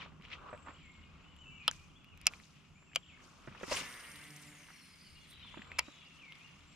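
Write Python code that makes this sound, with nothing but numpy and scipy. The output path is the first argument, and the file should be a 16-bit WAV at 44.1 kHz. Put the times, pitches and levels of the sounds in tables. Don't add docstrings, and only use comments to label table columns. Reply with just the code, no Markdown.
import sys
import numpy as np
from scipy import signal
from scipy.io import wavfile
from scipy.ndimage import uniform_filter1d

SR = 44100
rng = np.random.default_rng(int(sys.argv[2]) if len(sys.argv) > 2 else 0)


def unload_audio(sound):
    columns = np.transpose(np.atleast_2d(sound))
    steps = np.round(np.clip(columns, -1, 1) * 32767)
    wavfile.write(sys.argv[1], SR, steps.astype(np.int16))


def invert_db(level):
    return 10 ** (np.asarray(level, dtype=float) / 20)


N = 297675

# time_s, hull_sway_db
RUMBLE_S_DB = [(0.0, -59), (0.28, -61), (2.3, -63), (2.5, -69), (3.27, -69), (3.6, -64), (3.76, -54),
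               (3.93, -70), (4.57, -74), (5.77, -61), (5.92, -74), (6.75, -69)]
# freq_hz, level_db
DEEP_HZ_DB = [(15, -18), (30, -11), (45, -4.5), (60, -17.5), (77, 3), (95, -9), (115, -11), (140, -54)]
UPPER_HZ_DB = [(90, -13), (120, -6.5), (152, 4), (200, -2), (300, -9.5), (420, -18), (600, -45)]
AIR_HZ_DB = [(165, -4), (500, -16), (1250, -11), (1900, -18), (2750, -8), (4030, -24.5), (7500, -22),
             (9000, -34)]
FIZZ_HZ_DB = [(8800, -6), (9500, 0), (10800, -7), (12500, -2), (13600, -8), (14500, -30)]
AIR_DB, FIZZ_DB = -70, -98.5
UPPER_DB, UPPER_FOLLOWS = -63.5, .35
# freq_hz, correlation_ratio
SAME_HZ_RATIO = [(60, .92), (180, 0.59), (550, 0.49), (1650, 0.7), (4970, 0.29), (15000, 0.5)]
# freq_hz, left_minus_right_db
LEAN_HZ_DB = [(60, 2), (180, -1.5), (550, -3.5), (1650, 2.5), (4970, 3.5), (15000, -7.5)]

# freq_hz, level_db
RUB_HZ_DB = [(150, -27), (300, -4), (600, -1), (850, -6), (1150, 6.5), (1500, -1.5), (2000, -24.5),
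             (3000, -44)]
REEL_HZ_DB = [(1200, -28), (1800, -4), (2200, 1.5), (2800, 2.5), (3500, -4), (4300, -9.5), (6000, -20)]
CLOTH_HZ_DB = [(2500, -3), (3800, -5.5), (5000, -0.5), (6000, -1), (7400, -4.5), (7900, -4), (8600, -17)]
HISS_HZ_DB = [(7000, -30), (8300, 1.5), (9000, 1.5), (10000, -5), (12000, -10), (14000, -18), (15600, -30)]
STIRS_DB = {"hull": (0, -14, -28, -42), "reel": (-12, 0, -19, -40), "whir": (-30, -16, -9, 0),
            "sleeve": (-8, -4, 0, -10.5), "rod": (-3, 1, 2, -9), "line": (-11, -2.5, -6, -11),
            "rest": (-82, -82, -90, -95)}
MOVES = {"hull": [(.02, -54, .1, .13), (.48, -53, .35, .3), (.5, -54, .2, .04), (.668, -52, .02, .13),
         (1.1, -67, .5, 3.0), (2.3, -58, .03, .12), (3.22, -62, .08, .25), (3.62, -59, .6, .3),
         (3.82, -54, .1, .45), (5.7, -59, .4, .4), (6.3, -69, 1.1, 2.2)], "reel": [(.022, -49, .1, .07),
         (.335, -45, .06, .04), (.25, -55, .04, .03), (.72, -65, .4, 1.8), (3.6, -60, .3, .1),
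         (3.775, -46, .04, .1), (1.2, -68, .15, .3), (1.66, -61, .1, .2), (2.245, -61, .12, .1),
         (2.56, -67, .08, .2), (2.65, -68, .1, .1), (3.12, -66, .3, .3), (5.4, -60.5, .4, 1.6),
         (6.4, -64, 1.5, 2.2)], "sleeve": [(1.73, -62, .03, .24), (2.32, -63, .04, .45),
         (2.985, -75, .03, .15), (3.25, -65, .1, .1), (3.3, -69, .12, 1.1), (3.645, -57, .08, .04),
         (5.5, -71, .1, .15), (5.85, -68, .1, .6), (6.15, -70, .15, .3), (6.38, -70, .15, 1.5)],
         "rod": [(3.728, -41.5, .07, .15), (3.785, -45, .06, .07)], "whir": [(3.785, -52, .09, .06),
         (3.9, -58, .1, 1.25), (4.42, -66, .05, .1), (4.51, -67, .06, .15), (4.72, -69, .08, .12),
         (4.84, -67, .06, .08), (5.02, -74, .15, .4), (5.31, -63, .04, .05)]}
LINE_OUT_S, THUMB_S, LINE_DB, LINE_FADE_DB_PER_S = 3.8, 5.335, -55, 8.5

# start_s, peak_db, ring_hz, bright_db
TICKS = [(0.012, -42, 3000, -34), (0.2129, -52, 2200, -30), (0.2229, -48, 2900, -26),
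         (0.244, -50, 2600, -30), (0.2515, -42, 2460, -32), (0.258, -47, 2700, -32),
         (0.2848, -47, 2900, -32), (0.3027, -46, 2200, -34), (0.3162, -45, 2100, -35),
         (0.3301, -38, 2030, -38), (0.5766, -47, 2400, -26), (2.9333, -46, 2200, -40),
         (3.526, -48, 2400, -30), (3.175, -52, 1750, -35), (3.204, -52, 1700, -35), (2.916, -54, 1700, -35),
         (3.765, -34, 2800, -20), (3.771, -34, 2400, -20), (3.867, -40, 2700, -15),
         (1.3648, -53, 2980, -15), (1.713, -27, 6300, -18), (1.7128, -36, 1600, -30),
         (2.0448, -49.5, 2520, -12.5), (2.1753, -49.5, 2550, -9.5), (2.2144, -47, 2436, -4),
         (2.3364, -36, 2350, -26), (2.3998, -46.5, 2130, -17), (2.4367, -48.5, 3800, -29),
         (5.6194, -38, 1900, -34), (5.622, -42, 2800, -34), (5.7175, -33.5, 2140, -35),
         (6.3228, -37.5, 2840, -24), (6.354, -49, 3420, -14)]
# start_s, peak_db, ring_hz
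KNOCKS = [(0.026, -41, 1440), (0.06, -48, 700), (0.12, -53, 800), (0.198, -51, 192), (3.718, -31, 780),
          (0.672, -44, 900), (0.704, -44, 1200), (0.486, -48, 1230), (0.512, -46, 1080), (0.69, -46, 300),
          (3.474, -44, 1500), (3.481, -43, 130), (3.556, -47, 1900), (3.637, -38, 400), (3.612, -44, 487),
          (3.698, -42, 900), (3.713, -32, 600), (3.738, -36, 1200), (3.68, -44, 280), (0.529, -38, 630),
          (0.547, -43, 600), (0.537, -40, 610), (0.663, -44, 1080), (0.684, -37.5, 1320),
          (2.322, -52, 1160), (2.825, -54, 1100), (3.475, -40, 350), (3.513, -50, 217), (3.549, -42, 1314),
          (3.632, -33, 454), (3.721, -26, 540), (3.726, -34, 1050), (3.809, -45, 272), (4.686, -48, 1550),
          (4.703, -46, 1345), (5.448, -50.5, 1170), (5.542, -42, 1020), (5.572, -40, 323),
          (5.592, -45, 217), (5.882, -44, 300)]
# start_s, peak_db, ring_hz
SLAPS = [(3.8531, -42, 3560), (3.859, -44, 5000), (3.925, -45, 5200), (3.9394, -43, 3700),
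         (4.417, -47, 8800), (4.1163, -42, 5500), (4.1575, -43, 3760), (4.2376, -44, 3630),
         (4.3052, -46, 5340), (4.363, -41, 6250), (5.3082, -50, 3560), (5.328, -54, 2200)]

# level_db, path [time_s, pitch_hz], beat_hz, depth_hz
TRILLS = [
    (-70.5, [(.497, 8000), (.575, 7850)], 40, 700),
    (-70, [(.58, 7750), (.76, 7500)], 29, 800),
    (-73.5, [(.82, 7300), (.97, 7570)], 37, 390),
    (-75.5, [(1.37, 7480), (1.63, 7460)], 31, 2000),
]
# start_s, length_s, level_db, from_hz, to_hz
SLURS = [(.785, .13, -68.5, 3200, 2130), (1.79, .06, -71, 2250, 2500), (2.75, .05, -70, 1950, 2480),
         (3.074, .095, -67, 3950, 2150), (5.42, .075, -63, 3950, 3450), (5.69, .09, -61.5, 2100, 2600),
         (5.92, .14, -68.5, 3600, 3400), (5.97, .21, -69.5, 3050, 2700), (6.19, .14, -62.5, 3400, 2130),
         (1.24, .065, -68, 2600, 3000), (1.95, .03, -68, 2600, 3450), (2.06, .035, -68, 2600, 2900),
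         (6.665, .08, -75, 7000, 7600)]
# start_s, length_s, level_db, from_hz, to_hz
GLIDES = [(.74, .035, -67, 2800, 3300), (1.385, .025, -67, 2900, 3040), (1.45, .075, -61.5, 2630, 2700),
          (1.595, .075, -61.5, 2500, 2450), (1.46, .17, -67, 2950, 2900), (.95, .07, -70, 2200, 2130),
          (1.018, .03, -67, 2980, 2800), (1.03, .06, -71, 2500, 2430), (5.2, .08, -71, 3420, 3400),
          (5.505, .095, -68, 3430, 3480), (5.535, .025, -67, 2900, 3200), (5.55, .035, -66, 2800, 2300),
          (5.825, .04, -65, 2300, 2620), (5.94, .06, -72, 3850, 3780), (5.945, .035, -70, 2850, 3100),
          (6.03, .035, -68, 3200, 2800), (6.165, .03, -69, 2980, 2900), (5.4, .02, -69, 3150, 3400),
          (5.44, .025, -67, 2550, 2300), (5.44, .025, -69, 4000, 4250), (1.5, .17, -68.5, 2320, 2350),
          (1.89, .035, -75, 3500, 2550), (1.99, .04, -73, 2950, 2400), (2.19, .06, -72.5, 2650, 2300),
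          (2.865, .045, -70, 2850, 2400), (2.91, .04, -68, 2400, 3300), (3.02, .036, -66, 3700, 2500),
          (3.056, .018, -67, 2500, 3950), (4.7, .25, -75, 4330, 4220), (5.0, .15, -74, 5050, 4950),
          (5.04, .06, -70, 3150, 2770), (5.15, .05, -67, 2800, 2850), (5.315, .032, -64, 3800, 2900),
          (5.32, .1, -67.5, 3900, 3880), (5.405, .045, -61.5, 2750, 3300), (5.474, .028, -61.5, 3450, 2600),
          (5.83, .11, -70, 3900, 3850), (6.4, .045, -63, 2350, 2700), (6.44, .035, -61.5, 2790, 2800)]
# start_s, length_s, level_db, from_hz, to_hz
DROOPS = [
    (1.295, .055, -69, 3000, 2720),
    (1.405, .05, -62, 3040, 2630),
    (2.09, .06, -68, 2900, 2280),
    (1.55, .05, -62, 2830, 2500),
]
# start_s, length_s, level_db
SEEPS = [
    (1.2, .36, -85.5),
    (2.74, .41, -79.5),
    (5.53, .43, -77),
]
SETTLE_RATIO = .2
SEEP_HZ, SEEP_ARCH_HZ = 6870, 570

# start_s, blow_db, tilt_db_per_octave
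SNAPS = [
    [(1.6795, -10, 3), (1.6818, -17, -1), (1.6865, -41, -8)],
    [(2.2575, -35, -4), (2.2665, -19, -3), (2.2688, -3.3, 2.4), (2.2715, -22, 0), (2.2742, -23, -1),
     (2.2772, -29, -5)],
    [(2.9495, -42, 2), (2.9512, -38, 6), (2.9585, -28, 8), (2.9595, -14.5, -0.5), (2.9608, -22, 1),
     (2.9652, -32, -12)],
    [(5.7858, -28.5, -3), (5.7875, -28, -2), (5.7888, -21, 1), (5.7906, -16, -3.5), (5.7928, -13.5, 1.5),
     (5.8085, -40, -8.5)],
]
# freq_hz, level_db
RINGS_HZ_DB = [
    [(1350, -8), (2000, -28), (2870, -4), (3260, -4.5), (3900, -10), (5130, -12), (5450, -16), (8880, -13)],
    [(1320, -9), (2150, -5), (2670, 3), (4070, -8), (4860, -2), (5550, 2), (6200, -4), (7100, -1),
     (8700, -1), (11000, -12), (13500, -16)],
    [(1270, -9), (2300, -4), (2880, 0), (3400, -6), (4680, -5), (6100, -8), (7300, -3), (9050, -10.5),
     (11400, -17)],
    [(1600, -18), (1030, -11), (2150, 3.5), (2600, 1), (3000, -2), (3900, -6), (4600, -3), (5200, 2),
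     (6500, -6), (8500, -6), (7110, -2), (9510, 3), (12360, -13)],
]
# freq_hz, level_db
HULL_HZ_DB = [(590, -17), (790, -16), (1010, -16)]
DETUNE_RATIO, UNEVEN_DB = .03, 1.6
CRACK_DB, CRACK_S = -11, .0004

# start_s, length_s, level_db, from_hz, to_hz
ZIPS = [
    (3.715, .031, -41.5, 1500, 8400),
    (3.738, .042, -45, 3000, 12600),
]
# time_s, turns_hz, whine_db
SPIN_UP = [(3.715, 15, -60), (3.73, 58, -48), (3.742, 100, -54), (3.757, 190, -52)]
SPOOL = SPIN_UP + [(3.768, 245, -49), (3.85, 250, -74), (4.2, 228, -65), (4.44, 203, -67),
         (4.6, 166, -69.5), (4.85, 137, -69), (5.1, 115, -67.5), (5.34, 105, -74)]
# freq_hz, level_db
FRAME_HZ_DB = [(200, 0.5), (800, -10), (1050, 0.5), (1500, 5), (2100, 7), (2450, -6), (2900, -8),
               (3600, -27)]
WHINE_ORDER, WHINE_TOP_HZ = 38.5, 9050
HUM_DB, HUM_FADE_DB_PER_S, PLATE_FADE_DB_PER_S = -49.5, 20, 11
HALF_DB = -5

# time_s, wing_beat_hz, level_db
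FLY = [(4.0, 146.3, -73), (4.29, 148.6, -65), (4.72, 147, -67.5)]
# multiple, level_db
WING_MULTIPLE_DB = [(1, 0), (2, -3), (3, -15), (4, -13), (5, -12), (6, -17)]


def evened(x):
    return x / np.sqrt(np.mean(x ** 2) + 1e-20)


def read(points, hz):
    f, value = np.transpose(points)
    return np.interp(np.log(hz + 1), np.log(f + 1), value)


def columns(rows):
    s, *values = np.transpose(rows)
    return [np.interp(np.arange(N) / SR, s, v) for v in values]


def add(mix, start_s, sound):
    part = mix[round(start_s * SR):][:len(sound)]
    part += sound[:len(part)]


def wander(size):
    return evened(uniform_filter1d(uniform_filter1d(rng.standard_normal(N), size), size))


def resonate(x, hz, width_hz):
    turn = np.exp(2j * np.pi * np.cumsum(hz) / SR)
    r = np.exp(-np.pi * width_hz / SR)
    return (turn * signal.lfilter([1 - r], [1, -r], x / turn)).real


def resonate_twice(x, hz, width_hz):
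    return evened(resonate(resonate(x, hz, width_hz), hz, width_hz))


def noise(layers, size):
    frames, hz = 4 * N // size + 5, np.fft.rfftfreq(size, 1 / SR)
    at = np.minimum(np.arange(frames) * size // 4, N - 1)
    power = 0
    for shape, level_db, patchy_db, flicker_db in layers:
        patches = rng.standard_normal((frames, len(hz))).T
        patches = evened(uniform_filter1d(uniform_filter1d(patches, size=6, axis=0), size=10, axis=1))
        flicker = np.minimum(uniform_filter1d(rng.exponential(1, frames), size=3), 3)
        outside = (hz < shape[0][0]) | (hz > shape[-1][0])
        colour_db = read(shape, hz) - 60 * outside
        field = evened(invert_db(colour_db[:, None] + patchy_db * patches + flicker_db * flicker))
        power = power + (field * invert_db(level_db * np.ones(N))[at]) ** 2
    a, b, c, d = rng.standard_normal((frames, len(hz), 4)).T
    same = np.clip(read(SAME_HZ_RATIO, hz), -1, 1)[:, None]
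    lean = invert_db(read(LEAN_HZ_DB, hz) / 2)[:, None]
    left = a + 1j * b
    right = same * left + np.sqrt(1 - same ** 2) * (c + 1j * d)
    z = np.array([left * lean, right / lean])
    z *= np.sqrt(3 * power / size)
    return signal.istft(z, nperseg=size, noverlap=3 * size // 4)[1][:, :N]


def space(x, t60_s, gap_s, top_hz):
    t = np.arange(round(t60_s * SR)) / SR
    echoes = rng.standard_normal((2, SR))[:, :len(t)] * (rng.random((2, SR))[:, :len(t)] < .1)
    echoes = echoes * invert_db(-60 * t / t60_s) * (t > gap_s)
    echoes = signal.lfilter(*signal.butter(4, top_hz, fs=SR), echoes)
    return signal.fftconvolve(x[None], echoes / np.linalg.norm(echoes[0]), axes=1)[:, :N]


def ring(hz, width_hz, phase_turns, rise_s=0.0003):
    t = np.arange(1500) / SR
    tone = np.sin(2 * np.pi * (hz * t + phase_turns))
    return tone * np.exp(-np.pi * width_hz * t) * np.minimum(t / rise_s, 1)


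def lake():
    sway_db, = columns(RUMBLE_S_DB)
    upper_db = UPPER_DB + UPPER_FOLLOWS * (sway_db - UPPER_DB)
    rumble = noise([(DEEP_HZ_DB, sway_db, 1.5, 4.5), (UPPER_HZ_DB, upper_db, 1.2, 1.5)], size=4096)
    return rumble + noise([(AIR_HZ_DB, AIR_DB, 1.2, .4), (FIZZ_HZ_DB, FIZZ_DB, 1.1, .3)], size=1024)


def stirred():
    t = np.arange(0, N, 64) / SR
    runs = (t > LINE_OUT_S) & (t < THUMB_S)
    line = runs * invert_db(LINE_DB - LINE_FADE_DB_PER_S * (t - LINE_OUT_S)) ** 2
    effort = {"rest": np.ones(len(t)), "line": line}
    for kind, rows in MOVES.items():
        effort[kind] = sum(invert_db(db - 20 * np.maximum((s - t) / swell_s, (t - s) / die_s)) ** 2
                           for s, db, swell_s, die_s in rows)
    power = sum(np.outer(invert_db(np.array(STIRS_DB[kind])) ** 2, effort[kind]) for kind in STIRS_DB)
    return np.repeat(10 * np.log10(power), 64, axis=1)[:, :N]


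def hands():
    rub_db, reel_db, cloth_db, hiss_db = stirred()
    return noise([(RUB_HZ_DB, rub_db, 1.2, 1.6), (REEL_HZ_DB, reel_db, 2.2, 2.6),
                  (CLOTH_HZ_DB, cloth_db, 2.2, 2.8), (HISS_HZ_DB, hiss_db, 1.6, 2.3)], size=256)


def taps(rows, damping, spread, crack_s, crack_hz):
    out, t = np.zeros(N), np.arange(1500) / SR
    band = signal.butter(3, crack_hz, "band", fs=SR, output="sos")
    for s, db, hz, bright_db in rows:
        body = ring(hz, damping * hz, 0, 0.00017)
        body += 0.32 * ring(spread * hz, damping * hz, rng.random(), 0.0015)
        crack = signal.sosfilt(band, rng.standard_normal(1500) * t * np.exp(-t / crack_s))
        crack = invert_db(bright_db + 8.5) * crack / abs(crack).max()
        add(out, s, invert_db(db) * (body / abs(body).max() + crack))
    return out


def along(length_s):
    return np.arange(0, length_s, 1 / SR) / length_s


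def songs():
    notes = []
    for s, length_s, db, hz, to_hz in SLURS:
        notes.append((s, db, to_hz + (hz - to_hz) * np.exp(-along(length_s) / SETTLE_RATIO), 0))
    for s, length_s, db, hz, to_hz in GLIDES:
        notes.append((s, db, hz + (to_hz - hz) * along(length_s), 0))
    for s, length_s, db, hz, to_hz in DROOPS:
        notes.append((s, db, hz + (to_hz - hz) * along(length_s) ** 2, 0))
    for s, length_s, db in SEEPS:
        notes.append((s, db, SEEP_HZ + SEEP_ARCH_HZ * np.sin(np.pi * along(length_s)) ** .6, 0))
    for db, path, beat_hz, depth_hz in TRILLS:
        s, hz = np.transpose(path)
        t = np.arange(s[0], s[-1], 1 / SR)
        dip = np.cos(np.pi * beat_hz * (t - s[0])) ** 2
        notes.append((s[0], db, np.interp(t, s, hz) - depth_hz * dip, dip))
    return notes


def birds():
    out, quaver = np.zeros(N), wander(size=250)
    for s, db, hz, dip in songs():
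        hz = hz + 26 * quaver[round(s * SR):][:len(hz)]
        tone = np.sin(2 * np.pi * np.cumsum(hz) / SR) * (1 - dip)
        fade = signal.windows.tukey(len(hz), min(900 / len(hz), .4))
        add(out, s, invert_db(db + 4.5) * tone * fade)
    out *= invert_db(3.0 * wander(size=260))
    return out * invert_db(np.array([[1.5], [-1.5]])) + invert_db(-4.5) * space(out, 0.6, 0.015, 8500)


def snaps():
    out, t = np.zeros(N), np.arange(1500) / SR
    dull = signal.butter(2, 13500, fs=SR, output="sos")
    for strikes, reel_modes in zip(SNAPS, RINGS_HZ_DB):
        modes = HULL_HZ_DB + reel_modes
        for s, blow_db, tilt_db in strikes:
            body = np.zeros(1500)
            for k, (hz, db) in enumerate(modes):
                phase, detune, uneven = rng.random(3)
                mode_db = db + tilt_db * np.log2(hz / 3000) + UNEVEN_DB * (2 * uneven - 1)
                mode_hz = hz * (1 + DETUNE_RATIO * (2 * detune - 1))
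                turns = k % 2 / 2 + .12 * phase
                body += invert_db(mode_db) * ring(mode_hz, 190 + 0.07 * hz, turns, 0.0005)
            crack = rng.standard_normal(1500) * t / CRACK_S * np.exp(-t / CRACK_S)
            crack = invert_db(CRACK_DB + min(tilt_db, 0)) * signal.sosfilt(dull, crack)
            add(out, s - .0003, invert_db(blow_db) * (body / abs(body).max() + crack))
    return signal.sosfilt(signal.butter(2, 500, "high", fs=SR, output="sos"), out)


def zips():
    out = np.zeros(N)
    for s, length_s, db, hz, to_hz in ZIPS:
        path_hz = np.linspace(hz, to_hz, round(length_s * SR))
        grit = rng.standard_normal(3000)[:len(path_hz)]
        add(out, s, invert_db(db) * np.hanning(len(path_hz)) ** .5 * resonate_twice(grit, path_hz, 500))
    return out


def spool():
    span = slice(round(SPOOL[0][0] * SR), round(SPOOL[-1][0] * SR))
    turns_hz, whine_db = (c[span] for c in columns(SPOOL))
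    t = np.arange(len(turns_hz)) / SR
    whine_hz = np.minimum(WHINE_ORDER * turns_hz, WHINE_TOP_HZ)
    grit = (rng.standard_normal(N) * invert_db(3.0 * wander(size=400)))[span]
    whine = resonate_twice(grit, whine_hz, 250)
    whine += invert_db(-7) * resonate_twice(grit, 1.07 * whine_hz, 180)
    whine += invert_db(-7.5) * resonate_twice(grit, 0.92 * whine_hz, 200)
    octave = resonate_twice(grit, 2 * whine_hz, 450) * np.clip((12800 - 2 * whine_hz) / 900, 0, 1)
    whine += invert_db(-14 + 4.0 * wander(size=3000)[span]) * octave

    angle = 2 * np.pi * np.cumsum(turns_hz * (1 + 0.008 * wander(size=400)[span])) / SR
    wobble_db = 4.5 * wander(size=800)
    hum = np.zeros(len(t))
    for k in np.arange(2, 30) / 2:
        order_db = read(FRAME_HZ_DB, k * turns_hz) + HALF_DB * (k % 1 > 0)
        order_db = order_db + np.roll(wobble_db, round(9000 * k))[span]
        hum += invert_db(order_db) * np.sin(k * angle + k * k)

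    plate = resonate_twice(rng.standard_normal(N)[span], 2130 * np.ones(len(t)), 380)
    out = np.zeros(N)
    out[span] = invert_db(whine_db) * whine + invert_db(HUM_DB - HUM_FADE_DB_PER_S * t - 15) * hum
    out[span] += invert_db(HUM_DB - 7 - PLATE_FADE_DB_PER_S * t) * plate
    return out


def fly():
    hz, db = columns(FLY)
    angle = 2 * np.pi * np.cumsum(hz * (1 + .01 * wander(size=500))) / SR
    sway_db = 3.5 * wander(size=1800)
    start_s, end_s = FLY[0][0], FLY[-1][0]
    near = np.interp(np.arange(N) / SR, [start_s, start_s + 0.12, end_s - .15, end_s], [0, 1, 1, 0])
    stack = sum(invert_db(g_db + np.roll(sway_db, 7000 * k)) * np.sin(k * angle) for k, g_db in WING_MULTIPLE_DB)
    return np.sqrt(2) * near * invert_db(db) * stack


def scene():
    gear = snaps() + taps(TICKS, 0.14, 1.3, 0.00026, [3500, 12000]) + zips()
    gear += taps([(*slap, -14) for slap in SLAPS], 0.11, 0.47, 0.0025, [5000, 13000])
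    knocks = taps([(*knock, -13) for knock in KNOCKS], 0.19, 1.876, 0.0021, [800, 2200])
    bright = signal.sosfilt(signal.butter(1, 8000, "high", fs=SR, output="sos"), gear)
    direct = gear * invert_db(np.array([[1.2], [-1.2]])) + knocks * invert_db(np.array([[-1.5], [1.5]]))
    direct += np.array([[-.6], [.4]]) * bright
    reflected = invert_db(-13) * space(gear + knocks, 0.049, .001, 3800)
    return direct + reflected + spool() + fly() + birds() + hands() + lake()


def top_cut(x):
    return signal.sosfilt(signal.butter(12, 16540, fs=SR, output="sos"), x)


def record(dry):
    lag = np.roll(dry[0], 1) - dry[0]
    lag = signal.sosfiltfilt(signal.butter(2, 9000, fs=SR, output="sos"), lag)
    late = np.array([dry[0] + lag, dry[1]])
    ported = signal.lfilter(*signal.iirnotch(8080, 17, fs=SR), late)
    ported = signal.sosfilt(signal.butter(6, 15350, fs=SR, output="sos"), ported)
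    return top_cut(ported)


dry = scene()
out = record(dry)
unload_audio(out)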